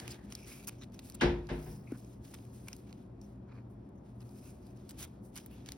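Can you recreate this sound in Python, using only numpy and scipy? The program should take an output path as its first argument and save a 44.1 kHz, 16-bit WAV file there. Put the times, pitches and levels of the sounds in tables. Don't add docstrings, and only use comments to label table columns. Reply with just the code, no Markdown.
import sys
import numpy as np
from scipy import signal
from scipy.fft import rfft, irfft, next_fast_len
from scipy.io import wavfile

SR = 44100
rng = np.random.default_rng(int(sys.argv[2]) if len(sys.argv) > 2 else 0)


def master(y):
    cut = np.clip(np.atleast_2d(y).T, -1, 1)
    pcm = np.round(cut * 32767)
    wavfile.write(sys.argv[1], SR, pcm.astype(np.int16))


N = 254853
T = np.arange(N) / SR


def amp(db):
    return 10 ** (np.asarray(db) / 20)


def unit_rms(x):
    return x / np.sqrt(np.mean(x ** 2) + 1e-20)


def at_hz(curve, hz):
    freqs, values = np.transpose(curve)
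    return np.interp(np.log(hz), np.log(freqs), values)


def band(x, low_hz, high_hz, order=2):
    return signal.sosfilt(signal.butter(order, [low_hz, high_hz], "band", fs=SR, output="sos"), x)


def eq(x, gain_of_hz):
    size = next_fast_len(x.shape[-1] + 512)
    hz = np.maximum(np.fft.rfftfreq(size, 1 / SR), 1)
    return irfft(rfft(x, size) * gain_of_hz(hz), size)[..., :x.shape[-1]]


def dull(x, above_hz):
    return eq(x, lambda hz: 1 / np.sqrt(1 + (hz / above_hz) ** 4))


def drift(rate_hz):
    r = np.exp(-2 * np.pi * rate_hz * 40 / SR)
    slow = signal.lfilter([1], [1, -2 * r, r * r], rng.standard_normal(N // 40 + 2002))[2000:]
    return np.interp(np.arange(N) / 40, np.arange(len(slow)), unit_rms(slow))


def ring(x, hz, t60):
    r, w = amp(-60 / (t60 * SR)), 2 * np.pi * hz / SR
    return signal.lfilter([0, np.sin(w)], [1, -2 * r * np.cos(w), r * r], x + 1e-18)


def friction(shape, per_s, spread_db):
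    sizes = amp(spread_db * np.minimum(rng.exponential(1, shape), 4)) * rng.standard_normal(shape)
    return unit_rms(sizes * (rng.random(shape[-1]) < per_s / SR) + 1e-9)


# f/Hz, relative level/dB
AIR_COLOUR = [(15, -50), (25, -32.5), (49, 0.5), (188, -8), (226, -6), (265, -2), (319, -8), (366, -5),
              (420, -14), (728, -17), (798, -21), (874, -20.5), (6000, -64), (7800, -63), (13200, -120)]
# f/Hz, width/Hz, level/dB
DUCT_TONES = [(60.74, 1.7, -62.5), (119.7, 4.1, -55), (202.1, 20.2, -56.5)]
def ventilation(air_db=-53.5):
    air = unit_rms(eq(rng.standard_normal((2, N)), lambda hz: amp(at_hz(AIR_COLOUR, hz)))) * amp(air_db)
    for hz, width_hz, db in DUCT_TONES:
        t60 = np.log(1000) / np.pi / width_hz
        tone = ring(rng.standard_normal(N + 9000), hz, t60)[9000:]
        air[0] += amp(db) * unit_rms(tone)
    return air


# t/s, room level/dB, tilt/dB per octave, room time factor, mode level/dB, favoured f/Hz
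BLOWS = [(0.0, -51.5, 0.5, 1.8, -48.5, 720), (1.2094, -33, 3.5, 0.59, -30.5, 1630),
         (1.215, -28, -1.5, 0.74, -22.5, 352), (1.488, -45, 2, 0.63, -41, 1500),
         (1.498, -41.5, -2, 0.93, -33, 260), (1.659, -53.5, -2, 1.2, -42, 147)]
# f/Hz, relative level/dB
ROOM_COLOUR = [(40, -1.5), (65, -3), (82, -3.5), (150, -7), (210, -4), (363, -6), (538, -11.5),
               (971, -10.5), (1210, -24.5), (1600, -16), (3300, -25), (5600, -34), (8500, -36),
               (15000, -47)]
# f/Hz, t60/s
ROOM_DECAY = [(50, 0.93), (200, 0.71), (500, 0.67), (1500, 0.56), (4000, 0.52), (9000, 0.043)]
# f/Hz, rise/s
KNOCK_ATTACK = [(50, 0.011), (150, 0.0077), (350, 0.01753), (1000, 0.00344), (5000, 0.0024)]
# f/Hz, relative level/dB, t60/s
PANEL_MODES = [(52.6, -1.5, 0.3), (72.6, -15, 0.6), (99, -9, 0.15), (150.8, -12.5, 0.96),
               (213.6, -15, 0.55), (260, -11.5, 0.39), (328, -15, 0.27), (352, -8.5, 0.58),
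               (463.3, -10.5, 0.34), (610, -15.5, 0.36), (689, -18, .5), (751, -7.5, 0.15),
               (800, -39, 0.18), (959, -20, 0.66), (1035, -21, 0.37), (1515, -19.5, 0.31),
               (1630, -14, 0.09), (1730, -24, 0.3), (1930, -23.5, 0.1), (2090, -19, 0.2), (2620, -36, 0.19),
               (2920, -22.5, 0.24)]
def knocks(thud_s=1.223, thud_db=-18):
    out, edges = np.zeros((2, N)), 30 * 2 ** np.arange(0, 9.1, .5)
    white = rng.standard_normal((2, 2, N))
    for k, (low, high) in enumerate(zip(edges, edges[1:])):
        hz, envelope = np.sqrt(low * high), np.zeros(N)
        for s, db, tilt_db, stretch, _, _ in BLOWS:
            age = np.maximum(T - s, 0) / stretch
            rise = 1 - np.exp(-age / at_hz(KNOCK_ATTACK, hz))
            band_db = db + tilt_db * np.log2(min(hz, 3500) / 300)
            envelope += rise * amp(band_db - 60 * age / at_hz(ROOM_DECAY, hz))
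        out += amp(at_hz(ROOM_COLOUR, hz) + 20.5) * envelope * band(white[k % 2], low, high)
    for hz, db, t60 in PANEL_MODES:
        hits = np.zeros(N)
        for s, _, tilt_db, _, modes_db, favoured_hz in BLOWS:
            favour_db = 6 * np.exp(-(np.log2(hz / favoured_hz) / 0.059) ** 2)
            hit_db = modes_db + db + favour_db + tilt_db * np.log2(hz / 300)
            hits[int((s + at_hz(KNOCK_ATTACK, hz)) * SR)] = amp(hit_db) * rng.choice([-1, 1])
        out[0] += ring(hits, hz, t60)
    out[0] += amp(thud_db) * ring(signal.unit_impulse(N, int(thud_s * SR)), hz=100, t60=.06)
    return out


# f/Hz, relative level/dB, t60/s
TABLE_TOP_MODES = [(247, -9, .12), (440, -20, .04), (707, -24, .04), (1300, -24, .015)]
def table_tap(at_s=1.9187, gain_db=-31.5, start_hz=700, end_hz=240, glide_s=.003):
    age = np.maximum(T - at_s, 0)
    turns = end_hz * age + (start_hz - end_hz) * glide_s * (1 - np.exp(-age / glide_s))
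    envelope = (age / .005) ** 2 * amp(16.5 - 60 * age / .019)
    chirp = envelope * np.sin(2 * np.pi * turns)
    push = signal.unit_impulse(N, int((at_s + .004) * SR))
    table = sum(amp(db) * ring(push, hz, t60) for hz, db, t60 in TABLE_TOP_MODES)
    return amp(gain_db) * (chirp + table) * [[1], [0]]


# t/s, length/s, level/dB, ramp over the stroke/dB, tilt/dB per octave
SLIDE_STROKES = [(0.0, 0.0046, -46, -16, 0.5), (0.059, 0.061, -56.5, 7, -1.5), (0.25, 0.037, -72, -13, 0.5),
                 (0.307, 0.11, -64, -3, -1.5), (0.475, 0.13, -56.5, -8.5, 2.5), (0.68, 0.22, -73, -21, -1),
                 (0.936, 0.11, -70, -1, -0.5), (1.054, 0.046, -61.5, -4, 4), (1.137, 0.54, -73, -5, -3),
                 (1.533, 0.23, -66, 1.5, 4), (1.846, 0.29, -70, 1.5, 2.5), (2.247, 0.25, -66.5, -10.5, 2),
                 (2.539, 0.25, -67.5, -3, 3.5), (2.795, 0.23, -74.5, 2, -0.5), (3.229, 0.1, -75.5, -5, 1),
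                 (3.54, 0.029, -85, 2, 4), (3.71, 0.027, -91.5, -11, 14.5), (4.054, 0.038, -76, 5, -1),
                 (4.158, 0.034, -91, -17, 7), (4.203, 0.3, -69, 10, 3.5), (4.547, .16, -73.5, 2, 1.5),
                 (4.765, 0.31, -71, 3.5, 0), (5.115, 0.065, -78, -3, -0.5), (5.24, 0.014, -71.5, 7, 7),
                 (5.369, 0.11, -65.5, -19, 1), (5.506, 0.1, -69, 1, -2), (5.672, 0.11, -66.5, -13, -1.5)]
def stroke_envelope(octave, attack_s=0.037, release_s=0.075):
    s, length, db, ramp_db, tilt_db = np.transpose(SLIDE_STROKES)[:, :, None]
    t = T[::SR // 1000]
    fades_db = -20 * (np.maximum(s - t, 0) / attack_s + np.maximum(t - s - length, 0) / release_s)
    slope_db = ramp_db * (np.clip((t - s) / length, 0, 1) - .5)
    power = np.sum(amp(db + slope_db + tilt_db * octave + fades_db) ** 2, axis=0)
    holding = amp(-86 - 2.5 * octave)
    return np.interp(T, t, np.sqrt(power + holding ** 2))


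# low f/Hz, high f/Hz
RUB_BANDS = [(7500, 17500), (4000, 7500), (1300, 4000)]
RUB_MIX = [-2, -7, -3.5]
# f/Hz, width/Hz, relative level/dB
SLEEVE_RESONANCES = [(1900, 350, -13), (2450, 350, -10), (3500, 500, -14), (4400, 500, -14),
                     (5400, 600, -9), (6300, 700, -11), (7400, 800, -11), (9500, 1400, -10),
                     (11400, 1400, -12), (13800, 1800, -12)]
def slide():
    shared_flicker_db, out = 1.2 * drift(32), 0
    for (low, high), db in zip(RUB_BANDS, RUB_MIX):
        slips = friction((2, N), per_s=6000, spread_db=-1.0)
        rub = unit_rms(band(slips, low, high)) * amp(0.23 * drift(30))
        for hz, width_hz, mode_db in SLEEVE_RESONANCES:
            if low < hz <= high:
                resonance = unit_rms(band(slips[:, ::-1], hz - width_hz / 2, hz + width_hz / 2))
                rub += resonance * amp(mode_db + 3 * drift(8))
        octave = np.log2(low * high / np.prod(RUB_BANDS[1])) / 2
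        out += unit_rms(rub) * amp(db + shared_flicker_db) * stroke_envelope(octave)
    return dull(out, above_hz=11800)


# t/s, length/s, level/dB, tilt/dB per octave, squeak f/Hz,
# relative squeak level/dB, middle of the swell/share of length
SLEEVE_SCUFFS = [(0.104, 0.026, -54, 6.5, 4840, -1, 0.45), (0.101, 0.023, -70, -5, 7450, 13, 0.44),
                 (0.0, 0.1, -79, 2, 1750, 10, .4), (0.131, 0.21, -77.5, -1, 1780, 4.5, 0.31),
                 (0.305, 0.038, -58, 1, 9700, -8, 0.42), (0.309, 0.15, -77.5, -4, 2440, 11, 0.96),
                 (0.362, 0.12, -64.5, 3, 5560, -6, 0.39), (0.407, 0.18, -80.5, -13, 2350, 15, 0.95),
                 (0.582, 0.069, -74, -8.5, 2460, 7, 0.62), (0.622, 0.036, -59, 1, 6360, -17, 0.47),
                 (0.669, 0.025, -40, 5, 6500, -23, 0.35), (0.672, 0.03, -59, -8, 2570, -5, .5),
                 (0.765, 0.1, -74, -1, 6030, 2.5, 0.49), (0.803, 0.045, -64, -4.5, 3870, -0.5, 0.81),
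                 (0.933, 0.022, -59, -2, 5730, -13, 0.69), (1.141, 0.018, -43.5, 2, 7800, -14.5, 0.41),
                 (1.192, 0.049, -62, -9, 2970, 11.5, 0.89), (1.55, 0.33, -73.5, 12.5, 5300, -1.5, 0.35),
                 (1.86, 0.082, -77.5, -6.5, 2300, 11, 0.33), (1.904, 0.075, -79, -16, 1490, -8, 0.31),
                 (1.968, 0.044, -64.5, 4.5, 5540, -15, 0.38), (2.334, 0.024, -54, -4.5, 2470, -20, 0.37),
                 (2.664, 0.087, -67, -7, 2330, -8, 0.17), (2.854, 0.075, -70, -3.5, 2280, -16, 0.38),
                 (3.219, 0.051, -77, 2, 5740, -1, 0.33), (3.453, 0.19, -78, -13, 2300, -2, 0.54),
                 (3.943, 0.061, -83, 3, 6150, -6, .5), (4.199, 0.037, -67, -4.5, 2800, -22, 0.48),
                 (4.409, 0.12, -83, -11, 2490, 7, 0.44), (4.6, 0.12, -90, 0, 5030, 8, .4),
                 (4.887, 0.041, -56.5, 0, 7700, -9, 0.31), (4.961, 0.099, -48, 2, 6200, -16, 0.68),
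                 (4.967, 0.11, -59.5, -6, 3530, -9, 0.58), (5.356, 0.039, -51, -2.5, 2300, -18, 0.39),
                 (5.491, 0.084, -75.5, 11.5, 2680, 2, 0.56)]
def scuffs(grip_db=1.2, judder_db=2.5, colour_db=2, edge_s=0.0078):
    out, tail = np.zeros((2, N)), 300
    flutter = amp(grip_db * drift(28) + judder_db * drift(150))
    squeak_flutter = amp(3 * drift(35))
    bump_axis = np.linspace(np.log(1000), np.log(16000), 16)
    bumps_db = colour_db * rng.standard_normal((len(SLEEVE_SCUFFS), 16))
    for (s, length, db, tilt_db, squeak_hz, squeak_db, middle), bumps in zip(SLEEVE_SCUFFS, bumps_db):
        i, n = int(s * SR), int(length * SR)
        span = slice(i, i + n + tail)
        slips = friction((2, SR // 3), per_s=22000, spread_db=-2.0)[:, :n]
        fade_share = np.clip(max(2 * edge_s / length, 0.45 + 1.9 * length), 0, 1)
        skew = np.interp(np.arange(n), [0, np.clip(middle, .05, .95) * n, n], [0, n / 2, n - 1])
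        swell = signal.windows.tukey(n, fade_share)[skew.astype(int)]
        burst = np.pad(slips * flutter[i:i + n] * swell, ((0, 0), (0, tail)))
        scrape = eq(burst, lambda hz: amp(tilt_db * np.log2(np.clip(hz, 1600, 16000) / 6000)
                                          + np.interp(np.log(hz), bump_axis, bumps)))
        squeak = band(burst * squeak_flutter[span], squeak_hz * 0.903, squeak_hz * 1.103)
        out[:, span] += amp(db) * (scrape + amp(squeak_db) * unit_rms(squeak))
    return band(dull(out, above_hz=13140), 950, 18000)


# t/s, relative level/dB, ring f/Hz, card tap gain/dB, crack gain/dB, t60/s
EDGE_SNAPS = [(0.0788, -45, 5440, 17, 8, 0.0046), (0.1434, -44.5, 3730, -8, -25, 0.013),
              (0.3024, -58, 9340, 8.5, -5, 0.0092), (0.323, -40.5, 5200, 6.5, -24, 0.01),
              (0.3514, -34.5, 5360, -20, -9, 0.0087), (0.692, -47.5, 3740, 12.5, 9, 0.01),
              (0.8353, -41.5, 4240, -12, -26, 0.0054), (0.921, -65, 5200, -10, -1, .015),
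              (0.991, -44.5, 4000, 3.5, -7, 0.024), (1.099, -42, 5040, 1.5, 0, 0.0049),
              (1.1215, -46.5, 5940, -1, -13, .005), (1.47, -46.5, 4630, -15, -28, 0.006),
              (1.92, -54, 5560, 6, 3, 0.0041), (2.0465, -55, 6000, -5, -14, 0.0073),
              (2.25, -64, 10600, 19, -17, 0.0038), (2.342, -48, 5800, 5, 4, 0.0054),
              (2.387, -63, 2970, 13, -13, 0.0073), (2.451, -51, 2440, -14, -5, 0.0056),
              (2.682, -55, 2600, 0, 9, 0.0054), (2.6837, -43, 2400, 8, 1.5, 0.011),
              (2.7301, -34, 5240, -1, -32, 0.0077), (2.765, -60, 7000, -21, 10, .007),
              (2.9273, -50.5, 4250, 8, -28, 0.007), (3.2136, -56, 5800, -6, -8, 0.027),
              (3.8904, -71, 10000, -15.5, 2.5, 0.0044), (4.206, -59, 5000, -14.5, -3, 0.006),
              (4.218, -60, 3700, -5, -6, .008), (4.292, -62, 5100, -15, -3, 0.011),
              (4.668, -58, 5000, -16, 1, 0.0042), (4.773, -55, 5070, -25, -20, 0.0044),
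              (4.8826, -65, 11000, -20, -8, .005), (4.8925, -51, 4620, 5, 3, 0.0069),
              (4.8967, -47.5, 10300, -8, -3, 0.005), (4.902, -56, 3660, 0, -2, 0.0052),
              (4.9086, -50, 5050, 14, 3, 0.003), (5.3568, -48, 4830, 2, 5, 0.0075),
              (5.3634, -49, 4930, -2, 11, 0.011), (5.3761, -49, 5900, 11, 11.5, 0.0054),
              (5.461, -41.5, 14500, -8, -12, 0.0077), (5.47, -64, 13500, -20, -12, .005),
              (5.661, -45.5, 4700, 10, -13, 0.0038), (5.6879, -40.5, 3600, 7.5, -13, 0.016),
              (5.72, -31.5, 5460, -8, -4, 0.0043)]
def snaps(rise_s=0.00041, body_db=-10.5, ring_db=-22, wake_db=-37.5, wake_t60_s=0.094):
    n = 2000
    out, t = np.zeros((2, N + n)), np.arange(n) / SR
    for s, db, hz, tap_db, crack_db, t60 in EDGE_SNAPS:
        noise = rng.standard_normal((2, n))
        burst = noise * (1 - np.exp(-t / rise_s)) * amp(-60 * t / t60)
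        burst /= np.abs(burst).max(axis=1, keepdims=True)
        crack = band(burst, 4000, 14300)
        edge = band(burst, hz * 0.9, min(hz * 1.085, 17000), order=1)
        edge[0] += amp(ring_db - 60 * t / (.7 * t60)) * np.sin(2 * np.pi * hz * t)
        tap = band(burst, 1830, 3330, order=1) + amp(body_db) * band(burst, 370, 1240, order=1)
        wake = band(noise[::-1] ** 3, 1500, 7900, order=1) * amp(wake_db - 60 * t / wake_t60_s)
        snap = amp(crack_db) * crack + amp(6.0) * edge + amp(tap_db) * tap + wake
        i = int(s * SR)
        out[:, i:i + n] += amp(db + 7.5) * snap
    return out[:, :N]


def ports(pair, likeness, balance):
    alike = lambda hz: np.clip(at_hz(likeness, hz), 0, 1)
    mid = eq(pair[0], lambda hz: np.sqrt((1 + alike(hz)) / 2))
    side = eq(pair[1], lambda hz: np.sqrt((1 - alike(hz)) / 2))
    left = eq(mid + side, lambda hz: amp(at_hz(balance, hz) / 2))
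    right = eq(mid - side, lambda hz: amp(-at_hz(balance, hz) / 2))
    return np.array([left, right])


# f/Hz, level/dB
HAND_EQ = [(1400, 0.5), (1850, -3.5), (2400, -0.5), (2900, 0), (3600, -0.5), (4500, 0), (5900, 1),
           (7500, 2), (9000, -0.5), (11500, 0), (15000, -1)]
# f/Hz, likeness/0-1
ROOM_LIKENESS = [(130, 0.98), (290, 0.92), (640, 0.022), (1700, 0.19), (3000, 0.072), (4000, 0.15),
                 (5500, 0.67), (7500, 1), (15000, 0.98)]
HAND_LIKENESS = [(640, 0.96), (1900, 0.82), (2800, 0.33), (3900, 0.67), (4700, 0.6), (5500, 0.8), (7300, 1),
                 (8800, 0.93), (10500, 0.89), (12000, 1), (13600, .99), (15000, 0.52)]
# f/Hz, level of left over right/dB
ROOM_PAN = [(60, 0.18), (380, 2.1), (900, 2.2), (2500, 0.21), (6000, 0.1)]
HAND_PAN = [(1200, 1), (2600, -2), (3800, -0.5), (4500, -2.5), (5200, 0.3), (15000, 0)]
def scene():
    hands = eq(slide() + scuffs() + snaps(), lambda hz: amp(at_hz(HAND_EQ, hz)))
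    room = knocks() + table_tap() + ventilation()
    return ports(hands, HAND_LIKENESS, HAND_PAN) + ports(room, ROOM_LIKENESS, ROOM_PAN)


# f/Hz, phase/rad
PORT_LAG = [(0, 0), (2000, .05), (2800, .9), (4300, .9), (5200, .2), (7000, 3.05), (7500, 3.2),
            (10100, 6.2), (10800, 6.35), (13400, 9.35), (13800, 9.5), (15400, 11.9), (17000, 12.3)]
def record(dry, low_cut_hz=49, high_cut_hz=16800):
    hz, radians = np.transpose(PORT_LAG)
    right = eq(dry[1], lambda f: np.exp(-1j * np.interp(f, hz, radians)))
    wet = signal.sosfilt(signal.butter(5, low_cut_hz, "high", fs=SR, output="sos"), [dry[0], right])
    return signal.sosfilt(signal.cheby2(18, 70, high_cut_hz, fs=SR, output="sos"), wet)


dry = scene()
out = record(dry)
master(out)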